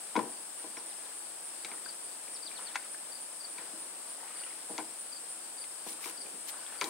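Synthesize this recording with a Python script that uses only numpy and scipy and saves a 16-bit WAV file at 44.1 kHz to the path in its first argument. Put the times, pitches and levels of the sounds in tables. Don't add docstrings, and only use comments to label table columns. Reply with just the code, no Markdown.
import sys
import numpy as np
from scipy import signal
from scipy.fft import rfft, irfft, next_fast_len
from scipy.io import wavfile
from scipy.ndimage import uniform_filter1d

SR = 44100
rng = np.random.default_rng(int(sys.argv[2]) if len(sys.argv) > 2 else 0)


def bounce(signal):
    frames = np.transpose(np.atleast_2d(signal))
    limited = np.clip(frames, -1, 1)
    pcm = np.round(limited * 32767).astype(np.int16)
    wavfile.write(sys.argv[1], SR, pcm)


N = 303885
T = np.arange(N) / SR


def undb(db):
    return 10 ** (np.asarray(db) / 20)


def level(x, db):
    return x * undb(db) / np.sqrt(np.mean(x ** 2))


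def strike_level(x, db):
    return x * undb(db) / np.sqrt(np.sum(x ** 2) / (SR / 50))


def pan(x, side_db):
    return x * undb(np.array([[side_db], [-side_db]]) / 2)


def add(out, start_s, x):
    i = max(int(start_s * SR), 0)
    out[i:i + len(x)] += x[:max(N - i, 0)]


def ring(x, hz, width_hz):
    return signal.lfilter(*signal.iirpeak(hz, hz / width_hz, fs=SR), x)


def body(push, modes):
    return sum(undb(db) * ring(push, hz, width_hz) for hz, width_hz, db in modes)


def along(points, hz):
    point_hz, value = np.transpose(points)
    return np.interp(np.log(hz + 1), np.log(point_hz), value)


def noise(spectrum, likeness):
    size = next_fast_len(N)
    hz = np.fft.rfftfreq(size, 1 / SR)
    mid, side = rfft(rng.standard_normal((2, size))) * undb(along(spectrum, hz))
    alike = np.clip(along(likeness, hz), -1, 1)
    mid = mid * np.sqrt(1 + alike)
    side = side * np.sqrt(1 - alike)
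    return irfft(np.array([mid + side, mid - side]), size)[:, :N]


def walk(rate_hz):
    hold = int(SR / rate_hz)
    steps = np.repeat(rng.standard_normal(N // hold + 1), hold)
    return level(uniform_filter1d(steps, hold)[:N], 0)


def cycle(rate_hz, wander):
    cycles = np.cumsum(rate_hz * (1 + wander * walk(5))) / SR
    return (rng.random() + cycles) % 1


def swell(centre_s, length_s):
    return np.exp(-np.minimum((2 * (T - centre_s) / length_s) ** 2, 10) ** 2)


def scatter(x, t60_s, wet_db):
    t = np.arange(SR // 2) / SR
    fade = np.exp(-np.log(1000) * t / t60_s)
    tail = rng.standard_normal((2, len(t))) * fade
    tail /= np.sqrt(np.sum(tail ** 2, axis=1, keepdims=True))
    return x + undb(wet_db) * signal.fftconvolve(x[None], tail, axes=1)[:, :N]


# pitch_hz, relative level_db (per Hz)
AIR_COLOUR = [(18, -76), (30, -46), (64, -70), (162, -14.5), (326, -2), (408, -4.5), (535, -1), (938, -1),
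              (1050, -3), (1680, -4), (2060, -7), (3700, -8), (4640, -6), (5550, -6.5), (6500, -18.5),
              (8450, -42), (14300, -120)]
# pitch_hz, correlation (-1 to 1)
AIR_EAR_LIKENESS = [(150, 1), (450, 0.34), (900, 0.42), (2000, 0.06), (3000, 0.37), (4200, -0.39),
                    (5300, -0.49), (6500, -0.48)]
# pitch_hz, level_db, left_lead_radians
WHINE_TONES = [(11721, -74, 0), (12067, -81, 0), (15675, -66, 2.7)]


def air():
    waver_db = 0.15 * walk(2.62) + .5 * walk(14)
    murmur = level(noise(AIR_COLOUR, AIR_EAR_LIKENESS) * undb(waver_db), -52)
    hiss_colour = [(3000, -23), (6500, 3.5), (11000, -0.5), (15500, -1.5)]
    hiss = level(noise(hiss_colour, [(6000, 0.11), (12000, 0.0084)]), -56.0)
    whine = 0
    for hz, db, lead in WHINE_TONES:
        angle = 2 * np.pi * hz * T + np.array([[lead], [0]])
        whine = whine + undb(db) * np.sqrt(2) * np.sin(angle)
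    return pan(murmur, 3.9) + pan(hiss + whine, 0.72)


# pitch_hz, relative level_db (per Hz)
MEADOW_COLOUR = [(6300, -25), (7000, -16.5), (7500, -6.5), (8100, 3.5), (8600, 7), (9100, 4.5), (9600, 4.5),
                 (9950, -26), (10200, -23)]


def meadow():
    crowd = noise(MEADOW_COLOUR, [(7000, 0.062), (8200, -.15), (8600, 0.21), (9300, -0.1), (9700, -0.53)])
    shimmer_db = 0.26 * np.array([walk(8.8), walk(23)]) + 0.14 * walk(6.4)
    patch_colour = [(6500, -25.5), (7400, -8), (8050, -3.5), (8500, -1.0), (9000, -26.5)]
    patch = noise(patch_colour, [(7000, 0.22), (9000, -0.17)])
    crowd = level(crowd * undb(shimmer_db), -46.5)
    patch = level(patch * undb(.8 * walk(7.9)), -53.5)
    return pan(crowd, 1.3) + pan(patch, 12.0)


def wing(hz, spread_hz):
    return np.sin(2 * np.pi * np.cumsum(hz + spread_hz * walk(700)) / SR)


# pitch_hz, syllables_per_s, chirps_per_s, level_db, left_minus_right_db
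FAR_SINGERS = [(5140, 27, 2.4, -73.5, 13), (4870, 25, 3, -75.5, -7), (4680, 32, 2.4, -73.5, -13),
               (9860, 120, 3.75, -62.5, 11.5)]


def far_chirpers():
    out = 0
    for hz, syllable_rate, chirp_rate, db, side_db in FAR_SINGERS:
        syllable = cycle(syllable_rate, .04)
        chirp = np.maximum(np.sin(2 * np.pi * cycle(chirp_rate, 0.206)), 0)
        tone = wing(hz - 450 * (syllable - .5), 82.5)
        pulses = chirp * np.sin(np.pi * syllable) ** 4
        song = scatter(pulses * tone, t60_s=.12, wet_db=-4)
        out = out + pan(level(song * undb(0.58 * walk(10.0)), db), side_db)
    return out


# pitch_hz, wing_strokes_per_s, level_db, left_minus_right_db
STEADY_TRILLS = [(9865, 45.9, -56, 6), (9530, 45.9, -62, 5), (8720, 59, -59, 0)]


def trillers():
    out = 0
    for hz, rate, db, side_db in STEADY_TRILLS:
        phase = cycle(rate, .002)
        closing = np.clip(phase / .08, 0, 1)
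        stroke = closing * np.clip((.7 - phase) / .08, 0, 1)
        song = scatter(stroke * wing(hz, 65), t60_s=.06, wet_db=-5)
        out = out + pan(level(song, db), side_db)
    return out


FIRST_CHIRP_S, CHIRP_EVERY_S, CHIRP_DRAG_S = .315, .2865, .00088
CHIRP_LENGTH_S, CHIRP_LENGTH_SPREAD, CHIRP_SCATTER_DB = 0.065, 0.25, .5
# time_s, level_db (of its wing strokes, before echoes)
SINGING_EFFORT = [(.3, -48.5), (2.9, -47), (5.2, -46), (5.7, -47.5), (6.8, -50.5)]


def near_katydid():
    strokes = np.sin(np.pi * cycle(134, 0.0363)) ** 2
    beat = np.arange(int(N / SR / CHIRP_EVERY_S))
    times = FIRST_CHIRP_S + CHIRP_EVERY_S * beat + CHIRP_DRAG_S * beat ** 2 / 2
    chirps = np.zeros(N)
    for centre_s, (loud, long) in zip(times, rng.standard_normal((len(beat), 2))):
        length_s = CHIRP_LENGTH_S * np.exp(CHIRP_LENGTH_SPREAD * long)
        chirps += undb(CHIRP_SCATTER_DB * loud) * swell(centre_s, length_s)
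    effort = undb(np.interp(T, *np.transpose(SINGING_EFFORT)))
    song = level(strokes * wing(9310, 83.3), 0) * chirps * effort
    return pan(scatter(song, t60_s=0.11, wet_db=-6.0), 1.2)


def whistle(from_hz, to_hz, length_s):
    u = np.linspace(0, 1, int(length_s * SR))
    hz = from_hz + (to_hz - from_hz) * np.sin(np.pi / 2 * u ** 1.4) ** 2
    return np.sin(np.pi * u) * np.sin(2 * np.pi * np.cumsum(hz) / SR)


CHIP_FROM_HZ, CHIP_TO_HZ, CHIP_LENGTH_S = 4870, 4344, 0.0232
CHIP_GAP_S, SECOND_CHIP_DB = .0355, 2
SLUR_LENGTH_S, SLUR_END_SHARE = .041, 0.63
# start_s, first_chip_level_db (peak, before flutter), chip_count
BIRD_CHIPS = [(1.845, -48, 2), (2.42, -46.5, 1), (3.113, -48, 2), (3.4, -46, 2), (4.356, -51, 2),
              (5.12, -47.5, 2), (5.572, -48, 2), (6.168, -47.5, 2), (6.776, -51, 2)]
# start_s, start_pitch_hz, level_db (peak, before flutter)
BIRD_SLURS = [(.769, 5750, -52), (.9, 4120, -57), (1.035, 4210, -58), (2.338, 5660, -48.5),
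              (2.451, 4930, -46), (2.552, 4560, -46), (2.657, 4680, -46.5)]


def bird():
    out = np.zeros(N)
    for start_s, db, count in BIRD_CHIPS:
        for k in range(round(count)):
            chip = whistle(CHIP_FROM_HZ, CHIP_TO_HZ, CHIP_LENGTH_S)
            add(out, start_s + k * CHIP_GAP_S, undb(db + k * SECOND_CHIP_DB) * chip)
    for start_s, hz, db in BIRD_SLURS:
        add(out, start_s, undb(db) * whistle(hz, hz * SLUR_END_SHARE, SLUR_LENGTH_S))
    flutter_db = 2.0 * walk(200) + 0.67 * walk(15)
    return pan(scatter(out * undb(flutter_db), t60_s=0.14, wet_db=-5.5), 6.5)


# pitch_hz, relative level_db (per Hz)
SWISH_COLOUR = [(300, -31), (1000, -12), (2200, 3), (4000, 3), (7000, 2.5), (12000, 2.5), (15500, -2)]
# centre_s, length_s, level_db
SWISH_TIMES = [(5.895, 0.089, -47.5), (6.061, 0.1, -43), (6.49, 0.034, -40.5), (6.852, 0.094, -46.5)]


def swishes():
    bursts = sum(undb(db) * swell(centre_s, length_s) for centre_s, length_s, db in SWISH_TIMES)
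    hiss = noise(SWISH_COLOUR, [(500, .7), (3000, 0.14), (12000, -0.2)])
    grainy = level(hiss * undb(3.0 * walk(400)), 0)
    return pan(grainy * bursts, 6.3)


def bubble(hz, cycles):
    t = np.arange(SR // 25) / SR
    return np.sin(2 * np.pi * hz * t * (1 + 4 * t)) * np.exp(-t * hz / cycles)


def splash(centre_s, length_s, pitch_hz):
    cloud = np.zeros(N)
    for when, size, loud in rng.standard_normal((30, 3)):
        pop = bubble(pitch_hz * np.exp(0.337 * size), cycles=7.4)
        add(cloud, centre_s + when * length_s / 3, undb(3.5 * loud) * pop)
    cloud /= np.sqrt(np.sum(cloud ** 2) / (length_s * SR))
    churn = rng.standard_normal(N) * undb(3.9 * walk(90))
    wash = ring(ring(churn, pitch_hz, 1.3 * pitch_hz), pitch_hz, 1.3 * pitch_hz)
    return level(wash, -1.6) * swell(centre_s, length_s) + 0.8 * cloud


CATCH_S, CATCH_DB, CATCH_HZ = 0.099, -0.5, 1400
GURGLE_HZ, LIFT_S, LIFT_HZ = 404, .08, 1020
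RUNOFF_AFTER_S, RUNOFF_S, RUNOFF_HZ = 0.17, .28, 1863
# blade_in_s, blade_out_s, splash_db, gurgle_db, runoff_db (before echoes)
OAR_STROKES = [(1.708, 2.588, -54.5, -77, -58.5), (3.622, 4.221, -57.5, -73, -57.5),
               (6.05, 6.551, -55, -60, -58)]
# start_s, level_db (before echoes), starting pitch_hz
BLADE_DRIPS = [(1.861, -50, 1520), (2.28, -57, 2300), (2.592, -53, 960), (2.946, -52.5, 1650),
               (4.232, -52, 890), (4.437, -52, 2820), (6.043, -48.5, 2280), (6.263, -56, 2400),
               (6.665, -56, 3330), (6.725, -53.5, 1580)]


def water():
    out = np.zeros(N)
    for catch, lift, db, pull_db, runoff_db in OAR_STROKES:
        out += undb(db + CATCH_DB) * splash(catch, CATCH_S, CATCH_HZ)
        out += undb(pull_db) * splash((catch + lift) / 2, (lift - catch) / 2, GURGLE_HZ)
        out += undb(db) * splash(lift, LIFT_S, LIFT_HZ)
        out += undb(runoff_db) * splash(lift + RUNOFF_AFTER_S, RUNOFF_S, RUNOFF_HZ)
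    for start_s, db, hz in BLADE_DRIPS:
        add(out, start_s, strike_level(bubble(hz, cycles=4.7), db))
    return pan(scatter(out, t60_s=0.48, wet_db=-4.5), 4.5)


def contact(rattle_s, grit):
    t = np.arange(SR // 4) / SR
    force = grit * rng.standard_normal(len(t)) * np.exp(-t / rattle_s)
    force[0] += 1
    return force


# pitch_hz, width_hz, relative level_db
HULL_MODES = [(145, 30, -12), (240, 30, -9), (320, 28, 0), (385, 50, -9), (470, 60, -8), (650, 90, -9),
              (807, 55, -4), (965, 60, -2), (1450, 180, -9), (1770, 200, -13), (2280, 110, -10),
              (2950, 400, -15)]


def thump(bright_hz, rattle_s):
    softness = signal.butter(2, [175, bright_hz], "band", fs=SR, output="sos")
    return body(signal.sosfilt(softness, contact(rattle_s, grit=0.24)), HULL_MODES)


SETTLE_DB, SETTLE_S, SETTLE_AFTER_S, SETTLE_HZ = -8, 0.056, .025, 830
# start_s, level_db (before echoes), brightness_hz, rattle_decay_s
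HULL_BUMPS = [(.1544, -33, 1710, 0.0079), (.1737, -30, 596, 0.0074), (.191, -35.5, 1200, 0.0071),
              (.641, -48, 960, 0.015), (.772, -49.5, 1390, 0.01), (1.648, -54, 1500, .01),
              (1.716, -51.5, 2000, .02), (3.585, -51.5, 3500, .013), (3.734, -55, 400, .02),
              (4.696, -45, 696, 0.024), (4.785, -41, 1970, 0.015), (5.865, -48, 795, 0.01),
              (6.058, -47.5, 1600, 0.016), (6.814, -38, 3000, 0.028), (6.86, -44.5, 1270, 0.046)]
# pitch_hz, width_hz, relative level_db
OAR_MODES = [(938, 156, 2), (1445, 170, -1), (1620, 170, -10.5), (2135, 340, -4), (2320, 460, -7.5),
             (3390, 200, -7.5), (3810, 300, -5.5), (4440, 230, -4.5), (5820, 1600, -8)]
# start_s, level_db (before echoes), contact_hz, rattle_decay_s
LOCK_CLACKS = [(.163, -33.5, 950, .011), (.164, -39, 2700, 0.0038), (.192, -38.5, 700, 0.0066),
               (.77, -52, 2200, 0.0023), (1.647, -44, 2800, 0.0054), (1.715, -50.5, 2190, 0.0049),
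               (2.7565, -34, 1690, 0.0052), (3.583, -51.5, 2550, 0.0036), (4.78, -43.5, 3970, 0.0022),
               (4.785, -40, 720, 0.015), (5.641, -53.5, 2800, .005), (6.8125, -35.5, 3280, 0.0043),
               (6.816, -37.5, 1080, .008), (6.842, -41, 4870, 0.002)]


def oars():
    hull, locks = np.zeros(N), np.zeros(N)
    for start_s, db, bright_hz, rattle_s in HULL_BUMPS:
        add(hull, start_s, strike_level(thump(bright_hz, rattle_s), db))
        judder = thump(SETTLE_HZ, SETTLE_S)
        add(hull, start_s + SETTLE_AFTER_S, strike_level(judder, db + SETTLE_DB))
    for start_s, db, hz, rattle_s in LOCK_CLACKS:
        push = ring(contact(rattle_s, grit=0.2), hz, 0.5 * hz)
        add(locks, start_s, strike_level(body(push, OAR_MODES), db))
    boat = scatter(hull, t60_s=0.14, wet_db=-7.5) + scatter(locks, t60_s=0.12, wet_db=-8.5)
    return pan(boat, 5.5)


def scene():
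    bank = meadow() + far_chirpers() + trillers() + near_katydid() + bird()
    return air() + bank + swishes() + water() + oars()


def record(dry):
    bass_cut = signal.butter(7, 125, "high", fs=SR, output="sos")
    dry = signal.sosfilt(bass_cut, dry) + undb(-44) * dry
    top_cut = signal.ellip(10, .1, 70, 15850, fs=SR, output="sos")
    return signal.sosfilt(top_cut, dry)


dry = scene()
out = record(dry)
bounce(out)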